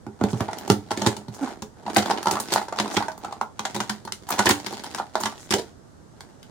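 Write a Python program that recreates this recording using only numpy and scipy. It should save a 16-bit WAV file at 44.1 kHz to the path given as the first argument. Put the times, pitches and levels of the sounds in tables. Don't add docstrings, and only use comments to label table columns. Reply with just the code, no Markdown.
import sys
import numpy as np
from scipy import signal
from scipy.fft import rfft, irfft
from scipy.io import wavfile
from scipy.ndimage import uniform_filter1d

SR = 44100
rng = np.random.default_rng(int(sys.argv[2]) if len(sys.argv) > 2 else 0)


def write(x):
    x = np.atleast_2d(x).T
    wavfile.write(sys.argv[1], SR, np.round(np.clip(x, -1, 1) * 32767).astype(np.int16))


N = 286650
TIME = np.arange(N) / SR
RING = np.arange(SR // 3) / SR
LEAD = SR // 40


def undb(db):
    return 10 ** (np.asarray(db) / 20)


def unit(x):
    return x / np.sqrt(np.mean(x ** 2))


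def hit(x, db):
    energy = np.sum(np.atleast_2d(x) ** 2, axis=-1).mean()
    return x * undb(db) * np.sqrt(SR / 100 / energy)


def curve(points, hz):
    point_hz, value = np.transpose(points)
    return np.interp(np.log(hz + 1), np.log(point_hz), value)


def eq(x, points, tilt_db=0, size=2048):
    hz = np.fft.rfftfreq(size, 1 / SR)
    gain_db = curve(points, hz) + tilt_db * np.log2(np.maximum(hz, 2500) / 2500)
    cepstrum = irfft(np.log(undb(gain_db)))
    cepstrum[1:size // 2] *= 2
    cepstrum[size // 2 + 1:] = 0
    impulse = irfft(np.exp(rfft(cepstrum)))
    return signal.fftconvolve(np.atleast_2d(x), impulse[None], axes=-1)[:, :x.shape[-1]]


def low_cut(x, hz, order=2):
    return signal.sosfilt(signal.butter(order, hz, "high", fs=SR, output="sos"), x)


def decay(t60_s):
    return np.exp(-np.log(1000) * RING / t60_s)


def ring(modes, scatter_db, detune):
    out = 0
    for hz, db, t60_s in modes:
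        gain = rng.choice([-1, 1]) * undb(db + scatter_db * rng.standard_normal())
        pitch_hz = hz * (1 + detune * rng.standard_normal())
        out += gain * decay(t60_s) * np.sin(2 * np.pi * pitch_hz * RING)
    return out


def stereo(mid, side, width):
    return (mid + width * side * np.array([[1], [-1]])) / np.sqrt(1 + width ** 2)


def drive(push, response):
    return signal.fftconvolve(np.atleast_2d(response), push[None], axes=-1)[:, :len(RING)]


def add(out, start_s, x):
    i = max(int(start_s * SR), 0)
    out[:, i:i + x.shape[-1]] += x[..., :N - i]


def grit(per_s, spread_db, t60_s):
    onsets = rng.random(N) < per_s / SR
    grains = onsets * undb(spread_db * np.minimum(rng.exponential(size=N), 3))
    return np.sqrt(np.abs(signal.fftconvolve(grains ** 2, decay(t60_s) ** 2)[:N]))


# freq_hz, gain_db
ROOM_EQ = [(15, -40.5), (25, -13.5), (87, 0.5), (170, -1), (1610, -19.5), (2410, -32), (5730, -28.5),
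           (6380, -28.5), (7710, -29.5), (10100, -35.5), (16000, -51.5)]
def room_tone(level_db=-49.5):
    air = stereo(*rng.standard_normal((2, N)), width=0.93)
    return unit(eq(air, ROOM_EQ)) * undb(level_db)


# centre_hz, t60_s, wet_db
REVERB_BANDS = [(110, 1, -17.5), (301, 0.18, -6.5), (916, 0.24, -7.5), (2510, 0.11, 0), (5840, 0.13, -3.5),
                (14160, 0.14, -1)]
def kitchen_reverb(x, predelay_s=0.0034, build_s=0.0022):
    size, impulse = len(RING), 0
    hz = np.fft.rfftfreq(size, 1 / SR)
    centres = np.array(REVERB_BANDS)[:, 0]
    attack = np.clip((RING - predelay_s) / build_s, 0, 1)
    release = np.clip((RING[-1] - RING) / .05, 0, 1)
    for centre_hz, t60_s, wet_db in REVERB_BANDS:
        noise = stereo(*rng.standard_normal((2, size)), width=min(0.19 + centre_hz / 2500, 1))
        tail = unit(noise * decay(t60_s) * attack)
        band = curve(np.c_[centres, centres == centre_hz], hz)
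        impulse += irfft(rfft(tail) * np.sqrt(band), size) * undb(wet_db) / np.sqrt(size)
    return signal.fftconvolve(x.mean(axis=0)[None], impulse * release, axes=-1)[:, :N]


# middle_s, duration_s, level_db
FINGER_STROKES = [(0.311, 0.03, -47), (0.387, 0.049, -50), (1.352, 0.026, -44), (1.43, 0.019, -44.5),
                  (2.939, 0.021, -36), (5.424, 0.066, -51)]
def finger_rubs(hiss_hz=6500, width_octaves=0.42):
    hz = np.fft.rfftfreq(N, 1 / SR) + 1
    skin = rng.standard_normal((2, N)) * grit(per_s=900, spread_db=4, t60_s=.006)
    hiss = irfft(rfft(skin) / (1 + (np.log2(hz / hiss_hz) / width_octaves) ** 2), N)
    swells = sum(undb(db) * np.exp(-2 * ((TIME - middle_s) / duration_s) ** 2)
                 for middle_s, duration_s, db in FINGER_STROKES)
    return unit(hiss) * swells


# start_s, end_s, creak_db, crackle_db
HAND_TWISTS = [(0.241, 0.67, -38.5, -49.5), (0.942, 1.108, -36.5, -44.5), (1.424, 1.446, -32.5, -42),
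               (1.914, 2.176, -32.5, -43.5), (2.28, 2.451, -41.5, -46), (2.51, 2.557, -38, -37),
               (2.802, 2.993, -35.5, -41.5), (3.222, 3.32, -44, -54.5), (3.61, 3.65, -53, -72),
               (3.678, 3.904, -43.5, -47.5), (4.346, 4.56, -34, -36.5), (4.612, 4.98, -43, -45),
               (5.242, 5.244, -37, -35), (5.36, 5.605, -47.5, -50), (6.195, 6.508, -58.5, -65.5)]
def strain(t, grip_db_per_s=176, relax_db_per_s=147):
    start_s, end_s, creak_db, crackle_db = np.transpose(HAND_TWISTS)[..., None]
    slack_db = grip_db_per_s * np.maximum(start_s - t, 0) + relax_db_per_s * np.maximum(t - end_s, 0)
    return (creak_db - slack_db).max(axis=0), (crackle_db - slack_db).max(axis=0)


# freq_hz, gain_db
CREAK_EQ = [(90, -29), (200, 7), (400, 8), (520, 0.5), (820, 7.5), (1050, -1.5), (1500, -6.5),
            (2300, -15.5), (5000, -40.5)]
def frost(trim_db=-1):
    creak_db, crackle_db = strain(TIME)
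    grains = grit(per_s=380, spread_db=5.5, t60_s=.008)
    creak = eq(stereo(*rng.standard_normal((2, N)), width=0.4) * grains, CREAK_EQ)
    crackle = eq(stereo(*rng.standard_normal((2, N)), width=0.76) * grains, ICE_EQ, tilt_db=-5.5)
    return (unit(creak) * undb(creak_db) + unit(crackle) * undb(crackle_db)) * undb(trim_db)


# time_s, pitch_hz, level_db
SQUEAK_GLIDE = [(1.412, 295.3, -32), (1.416, 275, -29), (1.43, 278.7, -21.5), (1.441, 275, -20.5),
                (1.448, 240, -31), (1.456, 232, -56)]
def finger_squeak(jitter=0.044, scuff_db=-13):
    time_s, pitch_hz, level_db = np.transpose(SQUEAK_GLIDE)
    waver = unit(uniform_filter1d(rng.standard_normal(N), size=150))
    phase = 2 * np.pi * np.cumsum(np.interp(TIME, time_s, pitch_hz) * (1 + jitter * waver)) / SR
    tone = unit(sum(undb(db) * np.sin(k * phase) for k, db in [(1, 0), (2, -19), (3, -15), (5, -21)]))
    pulsed_noise = rng.standard_normal(N) * (1 + np.cos(phase))
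    scuff = unit(low_cut(eq(pulsed_noise, CREAK_EQ), 500))
    gate = (TIME > time_s[0]) & (TIME < time_s[-1])
    return (tone + undb(scuff_db) * scuff) * undb(np.interp(TIME, time_s, level_db)) * gate


# pitch_hz, level_db, t60_s
COUNTER_MODES = [(88, -8.5, .12), (96.7, -11, 0.28), (115.3, -0.5, 0.16), (138, -5, 0.089),
                 (161.3, -10, 0.043), (188, 3.5, 0.044)]
def counter_thumps(lag_s=0.0019, held_clear_db=-10.5):
    out = np.zeros((2, N))
    thumps = [(start_s, thump_db) for start_s, *_, thump_db in TRAY_BUMPS]
    thumps += [(start_s, body_db + held_clear_db) for start_s, _, body_db, *_ in ICE_CRACKS]
    for start_s, level_db in thumps:
        boom = low_cut(ring(COUNTER_MODES, scatter_db=2, detune=.03), 75, order=4)
        add(out, start_s + lag_s, hit(boom, level_db))
    return out


# start_s, pitch_hz, level_db
LID_KNOCKS = [(5.5444, 410, -22.5), (5.5542, 393, -28), (5.564, 535, -29), (5.572, 600, -39),
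              (5.586, 384, -31), (5.596, 440, -28), (5.623, 425, -42), (5.642, 447, -50)]
def cube_drops(t60_s=0.045):
    out = np.zeros((2, N))
    for start_s, pitch_hz, level_db in LID_KNOCKS:
        modes = [(pitch_hz, 0, t60_s), (pitch_hz * 1.6, -8, t60_s)]
        add(out, start_s, hit(ring(modes, scatter_db=0.82, detune=0.015), level_db))
    return out


# pitch_hz, level_db, t60_s
BODY_MODES = [(208.1, 11, 0.18), (240, -60, 0.029), (288.3, -5, 0.33), (355, -10.5, 0.1), (369, 22, 0.03),
              (412.8, 0.5, 0.21), (426.6, -3.5, 0.18), (546.8, -1, 0.15)]
def tray_body(pitch_hz, t60_s=0.021, attack_s=0.004):
    swing = np.sin(2 * np.pi * pitch_hz * RING) * decay(t60_s) * rng.choice([-1, 1])
    tail = ring(BODY_MODES, scatter_db=3, detune=.02)
    return (hit(swing, 0) + hit(tail, 0)) * (1 - np.exp(-RING / attack_s))


# pitch_hz, level_db, t60_s
WALL_MODES = [(632, -1, .15), (721, -2, .16), (756, -1, .15), (802, 2, .14), (832, 1, .12), (903, 2, .14),
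              (968, -1, .12), (1060, -3, .08), (1175, -5, .08), (1336, -2, .11), (1405, -5, .1),
              (1470, -3, .1), (1710, -7, .07), (1857, -7, .07), (2054, -9, .07)]
def cell_knock(push, tuning_hz, t60_s=.015, low_db=-2, high_db=-18, walls_db=-6):
    knock = 0
    for ratio, db in [(.9, low_db), (1.45, high_db)]:
        cell = ring([(tuning_hz * ratio, 0, t60_s)], scatter_db=0, detune=.02)
        knock += hit(low_cut(drive(push, cell), 650), db)
    mid, side = (ring(WALL_MODES, scatter_db=3, detune=.012) for _ in range(2))
    walls = signal.sosfilt(signal.butter(2, 1600, fs=SR, output="sos"), stereo(mid, side, width=.35))
    return knock + hit(low_cut(drive(push, walls), 498), walls_db)


MEDIUM_HIT_DB = -28
def body_pitch(body_db):
    return 345.4 - 3.5 * (body_db - MEDIUM_HIT_DB)


def cell_tuning(start_s, snap_db, lift_s=3.5, lift_hz=87):
    return 953 + 2 * (snap_db - MEDIUM_HIT_DB) + lift_hz * (start_s > lift_s)


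# start_s, body_hz, body_db, knock_db, snap_db, thump_db
TRAY_BUMPS = [(.066, 293, -31.5, -37, -54, -34.5), (.212, 233, -18, -23.5, -48.5, -25),
              (.237, 237, -15.5, -23, -32.5, -22.5), (0.331, 213, -25, -33.5, -42, -18),
              (.406, 246, -24.5, -24.5, -35, -21.5), (.7, 303, -11, -16, -18.5, -15.5),
              (.974, 252, -26.5, -54, -31.5, -35), (1.063, 320, -21, -23, -21, -20),
              (1.283, 266, -34.5, -42.5, -46.5, -29)]
def bump_cues(length_s=.0022, tilt_db=-4):
    return [(start_s, length_s, body_db, body_hz,
             knock_db, cell_tuning(start_s, snap_db), snap_db, tilt_db)
            for start_s, body_hz, body_db, knock_db, snap_db, _ in TRAY_BUMPS]


def stray_ticks(count=30, spread_db=5, knock_trim_db=-3, snap_trim_db=-4.5):
    start_s = rng.uniform(HAND_TWISTS[0][0], LID_KNOCKS[0][0], count)
    creak_db, crackle_db = np.array(strain(start_s)) + spread_db * rng.uniform(-1, 1, (2, count))
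    return list(zip(start_s, creak_db + knock_trim_db, crackle_db + snap_trim_db))


# start_s, knock_db, snap_db
WALL_POPS = [(.487, -25, -49), (.907, -24.5, -33.5), (1.473, -31.5, -55), (1.88, -27.5, -51),
             (2.058, -26.5, -32.5), (2.257, -22, -33.5), (2.283, -22, -32), (2.354, -27, -36),
             (2.369, -24, -38), (2.56, -14, -27), (2.615, -28, -46), (2.682, -31.5, -42.5),
             (2.725, -26.5, -42.5), (2.76, -35, -44), (2.857, -28.5, -44), (2.976, -20.5, -46),
             (3.003, -25, -51), (3.011, -26.5, -52), (3.024, -25, -37), (3.083, -25.5, -39.5),
             (3.118, -37.5, -44), (3.246, -27.5, -40), (3.28, -35, -65), (3.325, -31.5, -40.5),
             (3.343, -57, -69), (3.412, -20.5, -36.5), (4.075, -33, -43.5), (4.371, -35, -47),
             (4.402, -19.5, -36), (4.983, -28, -36), (4.999, -23, -47), (5.1545, -18.5, -28.5),
             (5.322, -35.5, -58)]
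def pop_cues(tuning_hz=973, longest_s=.0045, halving_db=6.5, tilt_db=-4.5):
    cues = []
    for start_s, knock_db, snap_db in WALL_POPS + stray_ticks():
        length_s = longest_s * .5 ** (max(knock_db - MEDIUM_HIT_DB, 0) / halving_db)
        body_db = knock_db - 16
        cues.append((start_s, length_s, body_db, body_pitch(body_db),
                     knock_db, tuning_hz, snap_db, tilt_db))
    return cues


def slips(length_s, warning_db, per_s=1800, warnings=10, most=40):
    span = int(length_s * SR)
    place = rng.random(most)
    size = undb(3 * rng.standard_normal(most)) * rng.choice([-1, 1], most)
    early = rng.exponential(size=warnings)
    place[:warnings] = -1.4 * early
    size[:warnings] *= undb(warning_db) * np.exp(-early / 2)
    place[warnings] = 0
    jumps = warnings + 2 + int(per_s * span / SR)
    push = np.zeros(LEAD + span + 1)
    np.add.at(push, np.maximum(LEAD + place[:jumps] * span, 0).astype(int), size[:jumps])
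    return push


# freq_hz, gain_db
ICE_EQ = [(500, -27.5), (1300, -3.5), (2000, -2.5), (2550, -9), (3050, -2.5), (4500, 1), (5600, 0),
          (6800, 1.5), (8200, -2), (10000, -2.5), (12200, -16.5), (14000, -4.5), (16000, -14)]
def ice_snap(push, tilt_db, t60_s=0.012, rattle_db=-17, rattle_t60_s=0.062, echo_db=-26, echo_t60_s=0.29):
    cube_eq = [(hz, db + 2 * rng.standard_normal()) for hz, db in ICE_EQ]
    direct_power = drive(push ** 2, decay(t60_s) ** 2 + (undb(rattle_db) * decay(rattle_t60_s)) ** 2)
    echo_power = drive(push ** 2, (undb(echo_db) * decay(echo_t60_s)) ** 2)
    noise = rng.standard_normal((4, len(RING)))
    direct = stereo(*noise[:2], width=0.78) * np.sqrt(np.abs(direct_power))
    echo = noise[2:] * np.sqrt(np.abs(echo_power))
    return eq(direct + echo, cube_eq, tilt_db)


# start_s, length_s, body_db, knock_db, snap_db, tilt_db_per_octave
ICE_CRACKS = [(0.531, 0.0018, -40, -30.5, -34.5, -8.5), (0.584, 0.0026, -55, -79, -36.5, 1),
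              (0.678, 0.00069, -33, -30.5, -37, -2), (0.72, 0.00048, -21.5, -55, -30, -2.5),
              (0.913, 0.0064, -25.5, -25.5, -29, -5.5), (1.017, 0.0048, -23.5, -25.5, -27.5, -7),
              (1.069, 0.0068, -17, -23.5, -21, -3.5), (1.166, 0.0057, -33, -37, -37, -1.5),
              (1.621, 0.0051, -31.5, -37, -35.5, -3), (1.864, 0.0028, -33, -30, -40, -12),
              (1.945, 0.0036, -49, -59, -34, 2), (1.9633, 0.0021, -22.5, -41, -17, -18.5),
              (1.968, 0.0025, -18, -13.5, -19.5, -0.5), (1.982, 0.0089, -31, -38, -21, -7),
              (2.022, 0.0088, -33, -35, -29.5, -8), (2.1, 0.0014, -31, -21.5, -36, 0),
              (2.107, .008, -33, -18.5, -26, -7), (2.175, 0.0023, -56, -34.5, -33.5, -11),
              (2.229, 0.0017, -49, -32, -33.5, -0.5), (2.27, 0.0035, -26, -15, -26.5, -6),
              (2.311, 0.0028, -28.5, -26, -23, 0.5), (2.326, 0.014, -26, -24.5, -32, -6),
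              (2.4, 0.0049, -34, -30.5, -26.5, 3), (2.521, 0.0088, -27, -22, -22, -2.5),
              (2.537, 0.0024, -29.5, -27.5, -20, -0.5), (2.573, 0.0102, -46, -26, -27, -12),
              (2.787, 0.0031, -32, -29, -24.5, -9), (2.799, 0.005, -23.5, -22.5, -21.5, -8),
              (2.967, 0.006, -17.5, -30, -20, -7.5), (3.178, .001, -59, -44, -46.5, 6),
              (3.593, 0.0034, -35, -27.5, -29, -7), (3.652, 0.0057, -41, -24, -26.5, -7),
              (3.746, 0.0085, -31, -31.5, -30.5, -3.5), (3.762, 0.0053, -28.5, -28, -31.5, -3.5),
              (3.803, 0.0047, -28.5, -23.5, -26, -6), (3.895, .006, -28.5, -27.5, -24, -6),
              (4.051, 0.0027, -38.5, -41.5, -41, 0), (4.122, 0.0014, -44, -39, -27, -2.5),
              (4.288, 0.007, -48, -29.5, -33.5, 4), (4.304, 0.0044, -45.5, -23.5, -25, 8.5),
              (4.318, .011, -31.5, -25.5, -26.5, -7), (4.39, 0.0069, -23, -15.5, -19, -5.5),
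              (4.457, 0.0094, -23.5, -19, -20, -1.5), (4.468, 0.0026, -18, -22, -16, -15.5),
              (4.491, .002, -26, -24.5, -17.5, 4), (4.495, 0.0012, -23, -18, -19, -12.5),
              (4.506, 0.0065, -18.5, -24, -16.5, -5.5), (4.663, 0.0067, -33.5, -34, -30, -4.5),
              (4.726, 0.0038, -34.5, -32, -42, 2), (4.837, 0.0092, -47.5, -35.5, -35.5, -2),
              (4.947, 0.0029, -47, -33.5, -31, -4.5), (5.202, 0.011, -36, -29, -31, 2),
              (5.235, 0.0016, -30.5, -27.5, -26, -3.5), (5.257, 0.0055, -32, -20, -25, -5.5),
              (5.507, 0.008, -24, -31.5, -21.5, -3), (5.522, 0.0055, -40, -30, -23, -7),
              (5.536, .006, -19, -24, -19, -5), (5.583, 0.014, -49, -36.5, -32, -4.5),
              (6.207, 0.00074, -50, -44, -41, -3), (6.429, 0.0019, -62, -68, -48, -5)]
def crack_cues():
    return [(start_s, length_s, body_db, body_pitch(body_db),
             knock_db, cell_tuning(start_s, snap_db), snap_db, tilt_db)
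            for start_s, length_s, body_db, knock_db, snap_db, tilt_db in ICE_CRACKS]


# time_s, left_minus_right_db
ICE_PAN = [(.2, -1), (.9, 0.5), (1.1, 2), (1.9, 0.5), (5.5, 0.5)]
def tray_hits(cues, pitch_spread=0.035, pan_spread_db=3.5):
    plastic, ice = np.zeros((2, 2, N))
    for start_s, length_s, body_db, body_hz, knock_db, tuning_hz, snap_db, tilt_db in cues:
        detune, pan_db = rng.standard_normal(2) * [pitch_spread, pan_spread_db]
        pan_db += np.interp(start_s, *np.transpose(ICE_PAN))
        pan = undb(np.array([[pan_db], [-pan_db]]) / 2)
        creak_db, _ = strain(start_s)
        push = slips(length_s, warning_db=min(creak_db[0] + 24, -11))
        early_s = start_s - LEAD / SR
        add(plastic, early_s, cell_knock(push, tuning_hz * (1 + detune)) * undb(knock_db))
        add(plastic, start_s, hit(tray_body(body_hz), body_db))
        add(ice, early_s, hit(ice_snap(push, tilt_db), snap_db) * pan)
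    return plastic, ice


def scene(spots=6, ice_send_db=-2):
    handling = low_cut(cube_drops() + frost() + finger_squeak(), 71) + counter_thumps() + finger_rubs()
    mix = handling + kitchen_reverb(handling) + room_tone()
    cues = bump_cues() + crack_cues() + pop_cues()
    for spot in range(spots):
        plastic, ice = tray_hits(cues[spot::spots])
        plastic = low_cut(plastic, 77)
        mix += plastic + ice + kitchen_reverb(plastic + undb(ice_send_db) * ice)
    return mix


# freq_hz, left_minus_right_db
MIC_BALANCE = [(60, -6), (140, -4.5), (280, -4.5), (550, -3.5), (1100, -1.5), (2500, -1), (15000, 2.5)]
def record(dry, lag_s=.00004, top_hz=16300):
    hz = np.fft.rfftfreq(N, 1 / SR)
    left = undb(curve(MIC_BALANCE, hz) / 2) * np.exp(1j * np.pi * hz * lag_s)
    mics = irfft(rfft(dry) * np.array([left, 1 / left]), N)
    high_cut = signal.ellip(10, .2, 70, top_hz, fs=SR, output="sos")
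    return signal.sosfilt(high_cut, np.clip(mics, -1, 1))


dry = scene()
out = record(dry)
write(out)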